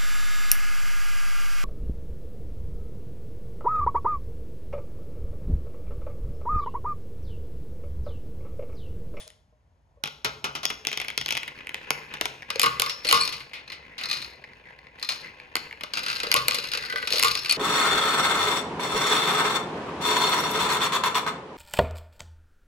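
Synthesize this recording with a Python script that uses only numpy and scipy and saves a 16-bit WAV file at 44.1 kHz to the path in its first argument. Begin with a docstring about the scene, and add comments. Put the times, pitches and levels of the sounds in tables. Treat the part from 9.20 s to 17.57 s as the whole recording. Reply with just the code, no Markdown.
"""In a small, quiet room, a plastic marble run rustles briefly and is touched a few times.
Just before 1 s, marbles drop onto its ramp and clatter down, each knock a crack with a hollow thud.
They circle a funnel with a grainy purr, fall through its hole and rush down a chute. From 3.4 s
they land in a jar, which booms and rings. More marbles circle until after 6 s, rattle down the
chute and hit the jar near 7 s and 8 s, ending in glassy clinks. All is heard from close by."""
import sys
import numpy as np
from scipy import signal
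from scipy.fft import rfft, irfft, next_fast_len
from scipy.io import wavfile

SR = 44100
rng = np.random.default_rng(int(sys.argv[2]) if len(sys.argv) > 2 else 0)


def dump_mix(stems):
    """Bounce the given channels to the path in sys.argv[1] as a 16-bit WAV at rate SR."""
    frames = np.atleast_2d(stems).T  # one column per channel
    limited = np.clip(frames, -1, 1)  # hard clip at full scale
    pcm = np.round(limited * 32767).astype(np.int16)
    wavfile.write(sys.argv[1], SR, pcm)


N = 369116
TIME = np.arange(N) / SR
STEPS = TIME[::64]  # a coarser clock for slow changes
MEDIUM_DB = -25  # a medium contact; harder and softer ones are scaled from here


def amp(db):
    """Turns decibels into a gain."""
    return 10 ** (np.asarray(db) / 20)


def unit(x):
    """Scales a sound to an average (rms) level of 1."""
    return x / np.sqrt(np.mean(x ** 2) + 1e-20)


def read(points, hz):
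    """Looks up a table at any frequency, joining its points on a log scale."""
    f, value = np.transpose(points)
    return np.interp(np.log(hz + 1), np.log(f + 1), value)


def add(mix, s, sound):
    """Mixes a sound in at s seconds."""
    part = mix[..., max(round(s * SR), 0):][..., :sound.shape[-1]]
    part += sound[..., :part.shape[-1]]


def colour(x, db_of_hz):
    """Filters a sound by a curve in dB, so that it rings after a knock and never before."""
    size = next_fast_len(x.shape[-1] // 2 + 256) * 2
    curve_db = np.maximum(db_of_hz(np.fft.rfftfreq(size, 1 / SR)), -90)
    cepstrum = irfft(np.log(amp(curve_db)))
    cepstrum[1:size // 2] *= 2
    cepstrum[size // 2 + 1:] = 0
    return irfft(rfft(x, size) * np.exp(rfft(cepstrum)), size)[..., :x.shape[-1]]


def pair(x, likeness):
    """Makes two unrelated signals partly alike (0 = unrelated, 1 = the same)."""
    share = np.clip(likeness, 0, 1)
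    return np.array([x[0], share * x[0] + np.sqrt(1 - share ** 2) * x[1]])


# how alike left and right are for sound from all around: f/Hz, likeness (0 to 1)
LIKENESS = [(60, 0.9), (300, 0.87), (700, 0.78), (1400, 0.27), (3000, 0.53), (7000, 1), (14000, 1)]


def diffuse(x):
    """Sound from all around: left and right differ most in the middle pitches."""
    size = next_fast_len(N)
    likeness = read(LIKENESS, np.fft.rfftfreq(size, 1 / SR))
    return irfft(pair(rfft(x, size), likeness), size)[:, :N]


# tone of the quiet room: f/Hz, level/dB
AIR_TONE = [(20, -35.5), (55, 6), (75, 4), (120, -5.5), (250, -15.5), (600, -35.5), (1500, -25),
            (4000, -37.5), (7000, -39.5), (9000, -42.5), (16000, -60.5)]


def air():
    """A faint, steady, mostly low noise fills the room."""
    noise = diffuse(rng.standard_normal((2, N)))
    return amp(-63) * unit(colour(noise, lambda f: read(AIR_TONE, f)))


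# how long the room rings (a ring time is the time to fade by 60 dB): f/Hz, ring time/s
ROOM_RING = [(530, 0.68), (1400, 0.45), (3700, 0.45), (12000, 0.46)]


def room(x, tail_db=-8.5, echo_s=0.0094, echo_db=-14, treble_db=-8):
    """A near surface gives a dull echo; the walls add a tail whose low notes last longest."""
    shape = (2, SR * 3 // 4)
    reflections = rng.standard_normal(shape) * (rng.random(shape) < 0.12)
    hz, t, bands = signal.stft(reflections, SR, nperseg=256)
    tail = signal.istft(bands * amp(-60 * t / read(ROOM_RING, hz)[:, None]), SR, nperseg=256)[1]
    tail *= np.clip(np.arange(tail.shape[1]) / SR / 0.0077, 0, 1) ** 2  # fades in
    tail /= np.linalg.norm(tail[0])
    dull = colour(x, lambda f: read([(6000, 0), (9000, treble_db)], f))
    out = amp(tail_db) * diffuse(signal.fftconvolve(dull[:1], tail, axes=1)[:, :N])
    add(out, echo_s, amp(echo_db) * dull)
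    return out


# tone of the rustle: f/Hz, level/dB
RUSTLE_TONE = [(100, -6), (330, -24), (600, -6.5), (850, -16), (2900, -12.5), (3400, -4), (3900, -13),
               (7500, -17), (9500, -7), (15000, -64)]


def rustle(hold_s=0.0069, fade_db_per_s=191):
    """Plastic rustles at the very start and dies away before the first marble drops."""
    out = np.zeros((2, N))
    noise = pair(rng.standard_normal((2, SR)), 0.8)
    sound = unit(colour(noise, lambda f: read(RUSTLE_TONE, f) - 40 * (f < 60)))
    level_db = -44.5 - fade_db_per_s * np.maximum(TIME[:SR] - hold_s, 0)
    add(out, 0, amp(level_db) * sound)
    return out


def struck(hits, notes, level_db, spread, rise_s):
    """Each hit rings a part's own notes; the spot that is hit shifts their pitch a little."""
    hz, db, ring_s = np.transpose(notes)[:, :, None]
    out, t = np.zeros(N), np.arange(0, min(ring_s.max(), 1), 1 / SR)
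    for s, hit_db in hits:
        detune, phase = rng.standard_normal((2, len(notes), 1))
        ring = amp(db - 60 * t / ring_s) * np.sin(2 * np.pi * (hz * (1 + spread * detune) * t + phase))
        add(out, s, amp(hit_db + level_db) * ring.sum(0) * (1 - np.exp(-t / rise_s)))
    return np.array([out, out])


def shiver(t, fade_ms, likeness):
    """First contact is one spike; the rest scatters through the plastic as a quickly dying burst."""
    noise = pair(rng.choice([-1., 1.], (2, len(t))), likeness)
    return noise * np.exp(-t * 500 / fade_ms) + 4.5 * (t == 0)


def boost_db(peaks, hz):
    """A plastic part boosts any shaking near its own pitches."""
    return sum(db / (1 + (2 * (hz - f) / width) ** 2) for f, width, db in peaks)


# pitches boosted by the entry ramp and by the chute below the funnel: f/Hz, width/Hz, level/dB
RAMP_PEAKS = [(144.5, 35, 14), (439.5, 57, 10), (874, 95, 2), (1033, 37, 0), (1454, 69, 4),
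              (2460, 170, 1.5), (5500, 300, 3.5)]
CHUTE_PEAKS = [(480, 29, 4.9), (579, 22.4, 7.7), (1177, 160, 4.4), (1346, 31, 7.7), (1538, 74, 10.7),
               (2450, 36, 6), (2905, 150, 5.1), (4055, 86, 1.8), (4310, 110, 3), (5300, 45, 4.2)]
# tones of the parts of a knock: f/Hz, level/dB
RAMP_CRACK = [(1000, -43.5), (1750, -10.5), (2100, -2), (3000, 0), (4300, -7), (5500, -7), (6600, -13),
              (7600, -23), (10000, -30)]
CHUTE_CRACK = [(1000, -32.5), (1700, -8), (2050, 9), (3000, 4), (3600, 3.5), (4400, 6), (5200, 1),
               (6000, -6.5), (7100, -13.5), (9000, -14), (12000, -28.5)]
THUD_TONE = [(60, -18), (130, -13), (280, -1.5), (470, -6.5), (700, -1), (1000, 0), (1400, 7.5),
             (2000, -17), (4000, -86)]
TICK_TONE = [(5000, -36.5), (7000, 2.5), (8400, 4.5), (10000, -0.5), (11900, -2.5), (14000, -6.5),
             (16000, -39)]
RAMP_UNTIL_S = 3.25  # knocks sound like the ramp before this, like the chute after it


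def knock(s, db, bright_hz, fade_ms, thud_db, tick_db):
    """The part that is hit cracks, its hollow body thuds for longer, the contact ticks briefly."""
    out, t = np.zeros((2, 3584)), np.arange(3584) / SR
    fade_ms = max(fade_ms, 0.5)
    tone, peaks = (RAMP_CRACK, RAMP_PEAKS) if s < RAMP_UNTIL_S else (CHUTE_CRACK, CHUTE_PEAKS)
    db_per_octave = 14 * np.log2(bright_hz / 3150)
    tilt = lambda f: db_per_octave * np.log2(np.clip(f, 1500, 6000) / bright_hz)
    crack = colour(shiver(t, 0.8 * fade_ms, 0.52), lambda f: read(tone, f) + boost_db(peaks, f) + tilt(f))
    thud = colour(shiver(t, 1.5 * fade_ms, 0.86), lambda f: read(THUD_TONE, f) + boost_db(peaks, f))
    tick = colour(shiver(t, 0.38 * fade_ms, 1), lambda f: read(TICK_TONE, f))
    tick_db += 0.3 * (db - MEDIUM_DB)  # harder knocks tick more
    for sound, part_db in (crack, 0), (thud, thud_db), (tick, tick_db):
        opening_level = np.sqrt(np.mean(sound[:, t < 0.007] ** 2, 1, keepdims=True))
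        out += amp(db + part_db) * sound / opening_level
    return out


def knocks(hits, thud_db, tick_db):
    """Plays one knock for each row of t/s, level/dB, brightness/Hz, fade/ms."""
    out = np.zeros((2, N))
    for s, db, bright_hz, fade_ms in hits:
        add(out, s, knock(s, db, bright_hz, fade_ms, thud_db, tick_db))
    return out


def rattles(hops, notes, level_db, spread, crack_db, bright_hz, fade_ms):
    """Each light hop of a marble gives a small crack and leaves a thin wall ringing."""
    ring = struck(hops, notes, level_db, spread, rise_s=0.00043)
    cracks = [(s, db + crack_db, bright_hz, fade_ms) for s, db in hops]
    return ring + knocks(cracks, thud_db=-10, tick_db=-10.5)


# light ticks on the toy: t/s, level/dB, brightness/Hz
TOUCHES = [(0.078, -47, 5600), (0.103, -52.5, 1800)]
# soft bumps on it: t/s, level/dB
NUDGES = [(0.066, -39), (0.325, -49), (0.772, -43), (0.8, -44)]
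# the notes they ring: f/Hz, level/dB, ring time/s
NUDGE_NOTES = [(496, -5, 0.091), (606, -1, 0.084), (1050, -11, 0.063)]


def touches():
    """Light touches make the toy tick and ring softly before the first drop."""
    ticks = knocks([(*touch, 1.0) for touch in TOUCHES], thud_db=-8.5, tick_db=5)
    return ticks + struck(NUDGES, NUDGE_NOTES, level_db=-6, spread=0.076, rise_s=0.0036)


# heavy jolts that reach the base plate: t/s, level/dB
BOOMS = [(1.05, -49), (1.245, -52), (1.98, -51), (2.125, -57), (3.015, -55.5), (3.44, -46), (3.93, -43.5),
         (4.01, -51), (4.09, -57), (4.96, -57.5), (7.165, -46.5), (8.05, -55)]
# the plate's notes: f/Hz, level/dB, ring time/s
PLATE_NOTES = [(62.5, -6.5, 0.6), (81.4, -5.5, 0.5), (126.4, 1.5, 0.73), (158.8, -2.5, 0.64)]


def plate_booms():
    """The heaviest landings and skids set the base plate booming."""
    return struck(BOOMS, PLATE_NOTES, level_db=1.5, spread=0.024, rise_s=0.0079)


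# marbles rolling down the ramp and around the funnel: t/s, level/dB
CIRCLING = [(0.8, -120), (1.1, -86), (1.65, -55), (2.2, -54), (2.85, -44), (3.2, -51.5), (4.2, -50.5),
            (4.7, -57), (5.6, -56), (6.0, -53), (7.3, -50)]
# each swing around the oval path in the funnel swells the purr: t/s, level/dB, f/Hz
SWINGS = [(2.39, -44, 2146), (2.655, -46.5, 2370), (2.95, -42, 2280), (4.37, -55.5, 2300),
          (4.51, -46.5, 2180), (4.66, -49.5, 2150), (4.73, -54, 1850), (5.29, -54, 1950), (5.37, -55, 1960),
          (5.49, -51, 1850), (5.635, -52, 2350), (5.8, -50, 2400), (6.07, -44.5, 2100), (6.21, -53, 2520),
          (6.45, -47.5, 2450)]
# fast runs along a chute or the funnel wall: start t/s, end t/s, roll level/dB, scrape level/dB, f/Hz
RUNS = [(3.276, 3.689, -42.5, -60, 2370), (3.832, 4.067, -40, -33, 2350), (4.82, 5.019, -44.5, -43.5, 2010),
        (5.781, 5.984, -51, -48, 2200), (6.746, 7.488, -43, -39.5, 2520), (7.492, 7.811, -45, -41.5, 1806),
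        (7.894, 8.084, -38.5, -26.5, 2450), (8.095, 8.37, -45, -42.5, 2490)]


def motion(circling_hz=2210, swing_s=0.034, rise_s=0.023, fade_db_per_s=141):
    """Circling, swings and fast runs add up to a roll gain, a scrape gain and a purr pitch."""
    roll_power = amp(np.interp(STEPS, *np.transpose(CIRCLING))) ** 2
    pitch_sum = roll_power * circling_hz  # louder movements count more toward the pitch
    for s, db, hz in SWINGS:
        power = amp(db) ** 2 * np.exp(-np.minimum(((STEPS - s) / swing_s) ** 2, 20))
        roll_power += power
        pitch_sum += hz * power
    scrape_power = roll_power * amp(-21) ** 2
    for start, end, roll_db, scrape_db, hz in RUNS:
        swell = np.clip((STEPS - start) / rise_s, 0, 1) * amp(-fade_db_per_s * np.maximum(STEPS - end, 0))
        power = (amp(roll_db) * swell) ** 2
        roll_power += power
        scrape_power += (amp(scrape_db) * swell) ** 2
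        pitch_sum += hz * power
    # uneven paths: the pitch strays about a tenth of an octave, to a new value every 0.05 s
    stray = np.interp(STEPS / 0.05, np.arange(len(STEPS)), rng.standard_normal(len(STEPS)))
    purr_hz = pitch_sum / roll_power * 2 ** (0.1 * stray)
    return [np.interp(TIME, STEPS, x) for x in (np.sqrt(roll_power), np.sqrt(scrape_power), purr_hz)]


def grains(per_s, size_db, wash):
    """A rolling marble makes tiny uneven clicks, each smeared by the plastic, over a smooth hiss."""
    sizes = amp(size_db * np.minimum(rng.exponential(1, N), 2)) * (rng.random(N) < per_s / SR)
    power = signal.lfilter([1], [1, -np.exp(-1 / (0.0015 * SR))], sizes ** 2)
    return (np.sqrt(power / power.mean()) + wash) * rng.standard_normal((2, N))


def rung(bumps, notes):
    """A stream of bumps keeps the notes of a plastic part ringing."""
    hz, db, ring_s = np.transpose(notes)[:, :, None]
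    t = TIME[:4096]
    ring = (amp(db - 60 * t / ring_s) * np.sin(2 * np.pi * hz * t)).sum(0)
    return signal.oaconvolve(bumps, ring[None], axes=1)[:, :N]


def resonate(x, hz, width_hz=630):
    """Keeps the part of a sound that lies near a moving pitch."""
    turn = np.exp(2j * np.pi * np.cumsum(hz) / SR)
    decay = np.exp(-np.pi * width_hz / SR)
    return (turn * signal.lfilter([1 - decay], [1, -decay], x / turn)).real


# notes of the funnel bowl: f/Hz, level/dB, ring time/s
BOWL_NOTES = [(500.4, -19.5, 0.21), (873, -13, 0.075), (1763, 8.5, 0.0087), (2050, 8.5, 0.014),
              (2511, -0.5, 0.012)]
# tones of the scrape and of the base plate's rumble: f/Hz, level/dB
SCRAPE_TONE = [(1200, -18.5), (2400, -1.5), (3200, -4), (4300, 6), (5300, -3), (6200, -11.5), (7200, -11.5),
               (8300, -8), (10500, -13), (13500, -17), (16000, -37.5)]
RUMBLE_TONE = [(30, -37.5), (70, -4), (125, 11), (200, 7.5), (320, 2), (550, 12.5), (750, 12.5),
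               (1100, 9.5), (2000, -84.5)]


def rolling():
    """Rolling marbles ring the bowl, purr, scrape the track and make the base plate rumble."""
    roll_gain, scrape_gain, purr_hz = motion()
    fine = diffuse(grains(per_s=600, size_db=8, wash=0.073))
    coarse = diffuse(grains(per_s=110, size_db=8.5, wash=0.43))  # hops from wall to wall
    bowl = unit(rung(fine, BOWL_NOTES))
    purr = unit(resonate(resonate(fine, purr_hz), purr_hz))
    scrape = unit(colour(coarse, lambda f: read(SCRAPE_TONE, f) + boost_db(CHUTE_PEAKS, f)))
    rumble = unit(colour(fine, lambda f: read(RUMBLE_TONE, f)))
    rumble_gain = amp(-50) * (roll_gain / amp(MEDIUM_DB)) ** 0.27  # grows more slowly than the roll
    return roll_gain * unit(bowl + 0.69 * purr) + scrape_gain * scrape + rumble_gain * rumble


# skips on the funnel floor and chatter against its wall: t/s, level/dB
FLOOR_TAPS = [(2.389, -36.5), (2.5445, -32), (2.9715, -35), (3.222, -34.5), (3.229, -36.5), (4.3335, -35.5),
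              (5.2405, -36.5), (5.2445, -44.5), (5.334, -43.5), (5.489, -49.5), (5.5085, -50),
              (5.589, -39.5), (5.669, -43.5), (5.7875, -39.5), (6.033, -41.5), (6.2, -36.5), (6.456, -41),
              (6.511, -34.5), (6.527, -31.5), (6.576, -52)]
WALL_TAPS = [(4.478, -37.5), (4.5, -33.5), (4.522, -41.5), (4.783, -43), (4.8365, -22.5), (4.8565, -23),
             (4.8875, -27), (4.8985, -23), (4.9125, -16.5), (4.929, -21.5), (4.938, -26), (4.9695, -27),
             (5.0235, -27.5), (5.045, -30.5), (5.827, -20.5), (5.847, -27.5), (5.8895, -17), (5.904, -25),
             (5.92, -24)]
# that wall's notes: f/Hz, level/dB, ring time/s
WALL_NOTES = [(1220, -19, 0.12), (1850, -13.5, 0.041), (2480, -7.5, 0.049), (3690, -8.5, 0.027),
              (4110, -0.5, 0.039), (4370, -4, 0.035), (4870, -7.5, 0.035)]


def funnel_rattles():
    """Circling marbles skip on the funnel floor and chatter against its wall."""
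    floor = rattles(FLOOR_TAPS, BOWL_NOTES, -2.5, spread=0.069, crack_db=-11.5, bright_hz=2700, fade_ms=1.7)
    wall = rattles(WALL_TAPS, WALL_NOTES, -1, spread=0.011, crack_db=-9.5, bright_hz=4200, fade_ms=4.5)
    return floor + wall


# bumps over the chute's joints, hops between its sides and rocking in its bend: t/s, level/dB
JOINT_BUMPS = [(3.359, -27.5), (3.599, -32), (3.851, -31.5), (7.036, -31), (7.071, -32.5), (7.114, -40),
               (7.151, -27.5), (7.165, -31), (7.283, -31.5), (7.319, -39), (7.346, -43), (7.386, -34),
               (7.55, -39.5), (7.578, -38), (7.738, -33.5), (7.752, -37), (7.835, -37.5), (7.913, -38),
               (7.938, -28), (7.966, -33)]
SIDE_HOPS = [(6.7365, -26), (6.7535, -27), (6.7632, -30), (6.7722, -19), (6.7815, -23.5), (6.792, -23),
             (6.8365, -25.5), (6.863, -21), (6.8825, -23), (6.8904, -25.5), (6.9, -20), (6.913, -24),
             (6.929, -23), (6.9605, -23), (7.001, -21.5), (7.0685, -25), (7.3205, -30), (7.334, -24),
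             (7.385, -20.5), (7.4411, -24), (7.452, -29), (7.5175, -22.5), (7.5365, -21.5), (7.55, -21.5),
             (7.5745, -24), (7.6248, -28), (7.664, -31), (8.174, -23), (8.259, -22.5)]
BEND_ROCKS = [(7.637, -30.5), (7.699, -28), (7.7249, -25), (7.759, -22), (7.782, -26.5), (7.80, -36),
              (7.827, -25.5), (7.85, -34)]
# the notes each of these rings: f/Hz, level/dB, ring time/s
JOINT_NOTES = [(482, 6.5, 0.051), (585, -8.5, 0.31)]
SIDE_NOTES = [(1358, -4.5, 0.056), (1532, -5.5, 0.07), (2426, -13, 0.16), (2703, -4, 0.057),
              (2850, -11, 0.024), (3980, -5.5, 0.027), (4190, -5.5, 0.024), (4750, 1, 0.027)]
BEND_NOTES = [(1223, -8.5, 0.062), (1527, 0, 0.11), (1970, -3.5, 0.077), (3230, -13, 0.048)]


def chute_rattles():
    """Marbles bump over the chute's joints and hop from side to side; a slow one rocks in the bend."""
    joints = struck(JOINT_BUMPS, JOINT_NOTES, level_db=-2, spread=0.021, rise_s=0.00038)
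    sides = rattles(SIDE_HOPS, SIDE_NOTES, -3.5, spread=0.013, crack_db=-9, bright_hz=3700, fade_ms=5.3)
    bend = rattles(BEND_ROCKS, BEND_NOTES, 0.5, spread=0.014, crack_db=-7.5, bright_hz=2900, fade_ms=3.5)
    return joints + sides + bend


# skids over the funnel lip or along a chute wall: t/s, level/dB, brightness/Hz, fade/ms
SKIDS = [(4.205, -36, 2400, 7.8), (4.3338, -35.5, 2350, 31), (4.52, -35.5, 2850, 15.5),
         (4.7808, -34.5, 2900, 22), (4.812, -33, 2300, 9.2), (4.9293, -31.5, 3700, 29),
         (5.8908, -29.5, 4400, 20), (6.7356, -27, 4200, 4.3), (7.9331, -23.5, 4700, 13),
         (7.958, -24.5, 4300, 6.5)]


def skids():
    """A skidding marble only grazes the track, so it thuds and ticks little."""
    return knocks(SKIDS, thud_db=-12, tick_db=-13.5)


# falls through the funnel hole: t/s, level/dB, brightness/Hz, fade/ms
PLUNGES = [(2.7057, -19.5, 3030, 1.3), (3.0115, -22, 2850, 2), (3.0557, -24, 2700, 1.9),
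           (6.3551, -21, 2650, 0.76), (6.3668, -27.5, 2540, 2.4)]
# notes of the tower below it: f/Hz, level/dB, ring time/s
TOWER_NOTES = [(320, -18.5, 0.03), (446, -5.5, 0.03), (613, -0.5, 0.02), (760, -6, 0.0157),
               (966, 3.5, 0.026), (1220, -4.5, 0.011)]


def plunges():
    """A marble falls through the funnel hole, knocks, and rings the hollow tower below."""
    hits = [(s, db) for s, db, *_ in PLUNGES]
    tower = struck(hits, TOWER_NOTES, level_db=-5.5, spread=0.047, rise_s=0.00075)
    return tower + knocks(PLUNGES, thud_db=-6, tick_db=-8.5)


# falls onto the ramp, funnel or chute, or off its end: t/s, level/dB, brightness/Hz, fade/ms
DROPS = [(0.838, -24.5, 3100, 1.2), (0.857, -32.5, 2680, 3), (0.8746, -34, 3000, 1.9),
         (1.0465, -22.5, 3250, 9.1), (1.2423, -25, 3130, 10), (1.3521, -29, 3280, 9.9),
         (1.4318, -32.5, 3340, 12), (1.5019, -27, 2660, 4.5), (2.9389, -32.5, 2525, 3.9),
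         (3.3033, -25, 3260, 3.4), (3.441, -20.5, 2530, 3.9), (3.4608, -20.5, 2980, 4.7),
         (6.6093, -34.5, 2250, 3), (6.6355, -29.5, 3500, 2.6), (7.0331, -26.5, 3430, 6.7)]
# clacks against the track walls and other marbles: t/s, level/dB, fade/ms
CLACKS = [(1.4536, -19, 1.1), (1.6507, -30.5, 1.5), (1.67, -21.5, 1.2), (1.686, -31.5, 1.8),
          (1.716, -30.5, 1.3), (1.729, -27, 3), (1.7744, -25, 1.7), (1.8005, -27, 2.1), (1.8152, -29, 3.6),
          (1.847, -34, 2.5), (1.8834, -28, 2), (1.9026, -30.5, 1.5), (1.9773, -21, 1.7),
          (2.013, -27.5, 1.3), (2.061, -26.5, 1.1), (2.083, -30, 1.5), (2.089, -27.5, 1.3),
          (2.107, -22.5, 2.5), (2.1239, -23.5, 2.1), (2.152, -28, 2.2), (2.1694, -26.5, 1.2),
          (2.175, -25, 1.6), (2.232, -30.5, 2.2), (2.2786, -31.5, 4), (2.4708, -33, 0.76),
          (2.493, -32.5, 1.1), (2.5444, -27.5, 1.3), (3.358, -29.5, 2.1), (3.64, -33.5, 4.8),
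          (3.6623, -27, 3.3), (3.6957, -27, 9.1), (3.848, -26.5, 5.4), (3.8885, -22, 18),
          (3.912, -15.5, 1.3), (3.942, -20.5, 20), (4.0764, -25.5, 2.5), (4.1246, -31, 17), (6.863, -31, 2),
          (7.002, -31, 1.8), (7.1158, -15.5, 1.6), (7.1251, -23, 1.4), (7.163, -18, 7.7),
          (7.31, -22.5, 1.3), (7.3205, -30, 1.6), (7.5356, -27, 0.96), (7.5736, -28, 2.6),
          (7.8734, -23.5, 6.8), (7.912, -41, 2.9), (8.1529, -22.5, 2.9), (8.248, -31, 2.3),
          (8.2952, -21.5, 10), (8.312, -24.5, 3.3)]
# notes of the ramp's far wall: f/Hz, level/dB, ring time/s
RAMP_NOTES = [(3280, -12, 0.18), (3340, -0.5, 0.025), (6030, -25, 0.025)]


def clatter(sharp_ms=5, answer_lag_s=0.008, answer_until_s=2.2):
    """Drops shake the hollow track, sideways clacks less so; the ramp's far wall answers sharp ones."""
    drops = knocks(DROPS, thud_db=-5, tick_db=-10.5)
    clacks = np.zeros((2, N))
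    for s, db, ms in CLACKS:
        # harder is brighter on the thin ramp; in the stiffer chute the brightness stays the same
        bright_hz = 2900 * 2 ** (0.1 * (db - MEDIUM_DB)) if s < RAMP_UNTIL_S else 3690
        add(clacks, s, knock(s, db, bright_hz, ms, thud_db=-11.5, tick_db=-12))
    answers = [(s + answer_lag_s, db) for s, db, *_, ms in DROPS + CLACKS
               if s < answer_until_s and ms < sharp_ms]
    return drops + clacks + struck(answers, RAMP_NOTES, level_db=-3, spread=0.015, rise_s=0.00091)


# spins around the jar wall: t/s, level/dB
SPINS = [(3.69, -33.5), (3.96, -30.5), (8.17, -35)]


def jar_spin(hz=5400, width_hz=150, rise_s=0.0072, fade_db_per_s=167):
    """A circling marble rubs a fuzzy high tone from the jar wall; it swells fast and dies as it slows."""
    tone = colour(rng.standard_normal((2, N)), lambda f: -20 * np.log10(1 + ((f - hz) / width_hz) ** 2))
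    level = np.zeros(len(STEPS))
    for s, db in SPINS:
        rise = np.exp(np.minimum(STEPS - s, 0) / rise_s)
        level += rise * amp(db - fade_db_per_s * np.maximum(STEPS - s, 0))
    return np.interp(TIME, STEPS, level) * unit(pair(tone, 0.27))


# marbles meeting and skipping: t/s, level/dB
CLINKS = [(3.8766, -22), (3.8884, -18), (4.0052, -23), (4.0113, -14.5), (4.0217, -20), (4.0335, -22),
          (8.295, -16.5), (8.3105, -13), (8.324, -29)]
# notes of a clink: f/Hz, level/dB, ring time/s
CLINK_NOTES = [(2450, -14.5, 0.07), (4230, -10.5, 0.022), (4326, -0.5, 0.026), (7840, -10.5, 0.02),
               (8860, 2, 0.0062)]


def clinks():
    """Marbles meet and skip with short, high, glassy notes."""
    return struck(CLINKS, CLINK_NOTES, level_db=8, spread=0.019, rise_s=0.00068)


# hits on the jar's rim and wall: t/s, level/dB, fade/ms
JAR_HITS = [(3.3964, -17.5, 1.7), (3.4162, -20.5, 3.1), (3.432, -19.5, 2.3), (3.5978, -19.5, 2),
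            (3.6199, -20, 1.1), (3.9266, -14.5, 1.5), (7.1416, -16.5, 0.96), (7.2829, -17, 2.6),
            (7.3445, -24, 10), (7.9969, -21.5, 1.2), (8.027, -18.5, 1.2), (8.035, -18, 0.84),
            (8.045, -21.5, 14), (8.324, -21, 4.9)]
# bounces on its bottom: t/s, level/dB
LANDINGS = [(3.4341, -17.5), (3.4619, -19), (3.6209, -25.5), (3.6649, -29), (3.927, -14), (3.9494, -19.5),
            (7.1491, -18), (7.2002, -27.5), (7.3116, -30), (8.028, -23.5), (8.0458, -15)]
# the jar's notes: f/Hz, level/dB, ring time/s
JAR_NOTES = [(128, -38.5, 1), (467, -14.5, 0.17), (869, -24.5, 0.19), (1020, -17.5, 0.38), (1102, 0, 0.14),
             (1198, -4, 0.25), (1226, -2, 0.07), (1345, -14.5, 0.26), (1445, -6, 0.18), (2830, -14, 0.13)]


def jar_landings(bright_hz=3600):
    """Marbles tick brightly on the hard rim and wall; bounces on the bottom make the jar boom and ring."""
    ring = struck(LANDINGS, JAR_NOTES, level_db=1, spread=0.0056, rise_s=0.001)
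    hits = [(s, db, bright_hz, ms) for s, db, ms in JAR_HITS]
    return ring + knocks(hits, thud_db=-11.5, tick_db=-4.5)


def scene():
    """All parts of the marble run sound together in the quiet room."""
    jar = jar_landings() + clinks() + jar_spin()
    track = clatter() + plunges() + skids() + chute_rattles() + funnel_rattles() + rolling()
    toy = jar + track + plate_booms() + touches() + rustle()
    return toy + room(toy) + air()


# how far the left microphone runs ahead of the right: f/Hz, phase/rad
LEFT_LEAD = [(100, 0), (600, 0.59), (1100, 1.31), (1450, 3), (1800, 0.4), (3000, 1), (4600, 1.08),
             (5800, 1.54), (7700, -2.5), (9500, -4), (11200, -6.5), (14700, -8.5)]
# how much louder the left one is: f/Hz, level/dB
LEFT_LOUDER = [(60, 0), (350, 1), (700, 3.5), (1300, 1), (2400, 1.5), (4400, 5.5), (8000, 1), (15000, -0.5)]


def record(dry, ceiling=0.92, cutoff_hz=16300):
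    """Two microphones with their own timing and tone round off loud peaks and cut the highest treble."""
    size = next_fast_len(N)
    hz = np.fft.rfftfreq(size, 1 / SR)
    balance = amp(read(LEFT_LOUDER, hz))
    microphones = np.array([balance, np.exp(-1j * read(LEFT_LEAD, hz))]) * np.sqrt(2 / (1 + balance ** 2))
    heard = irfft(rfft(dry, size) * microphones, size)[:, :N]
    rounded = heard / (1 + (heard / ceiling) ** 4) ** 0.25
    treble_cut = signal.firwin(511, cutoff_hz, window=("kaiser", 9), fs=SR)
    return signal.oaconvolve(rounded, treble_cut[None], "same")


dry = scene()
out = record(dry)
dump_mix(out)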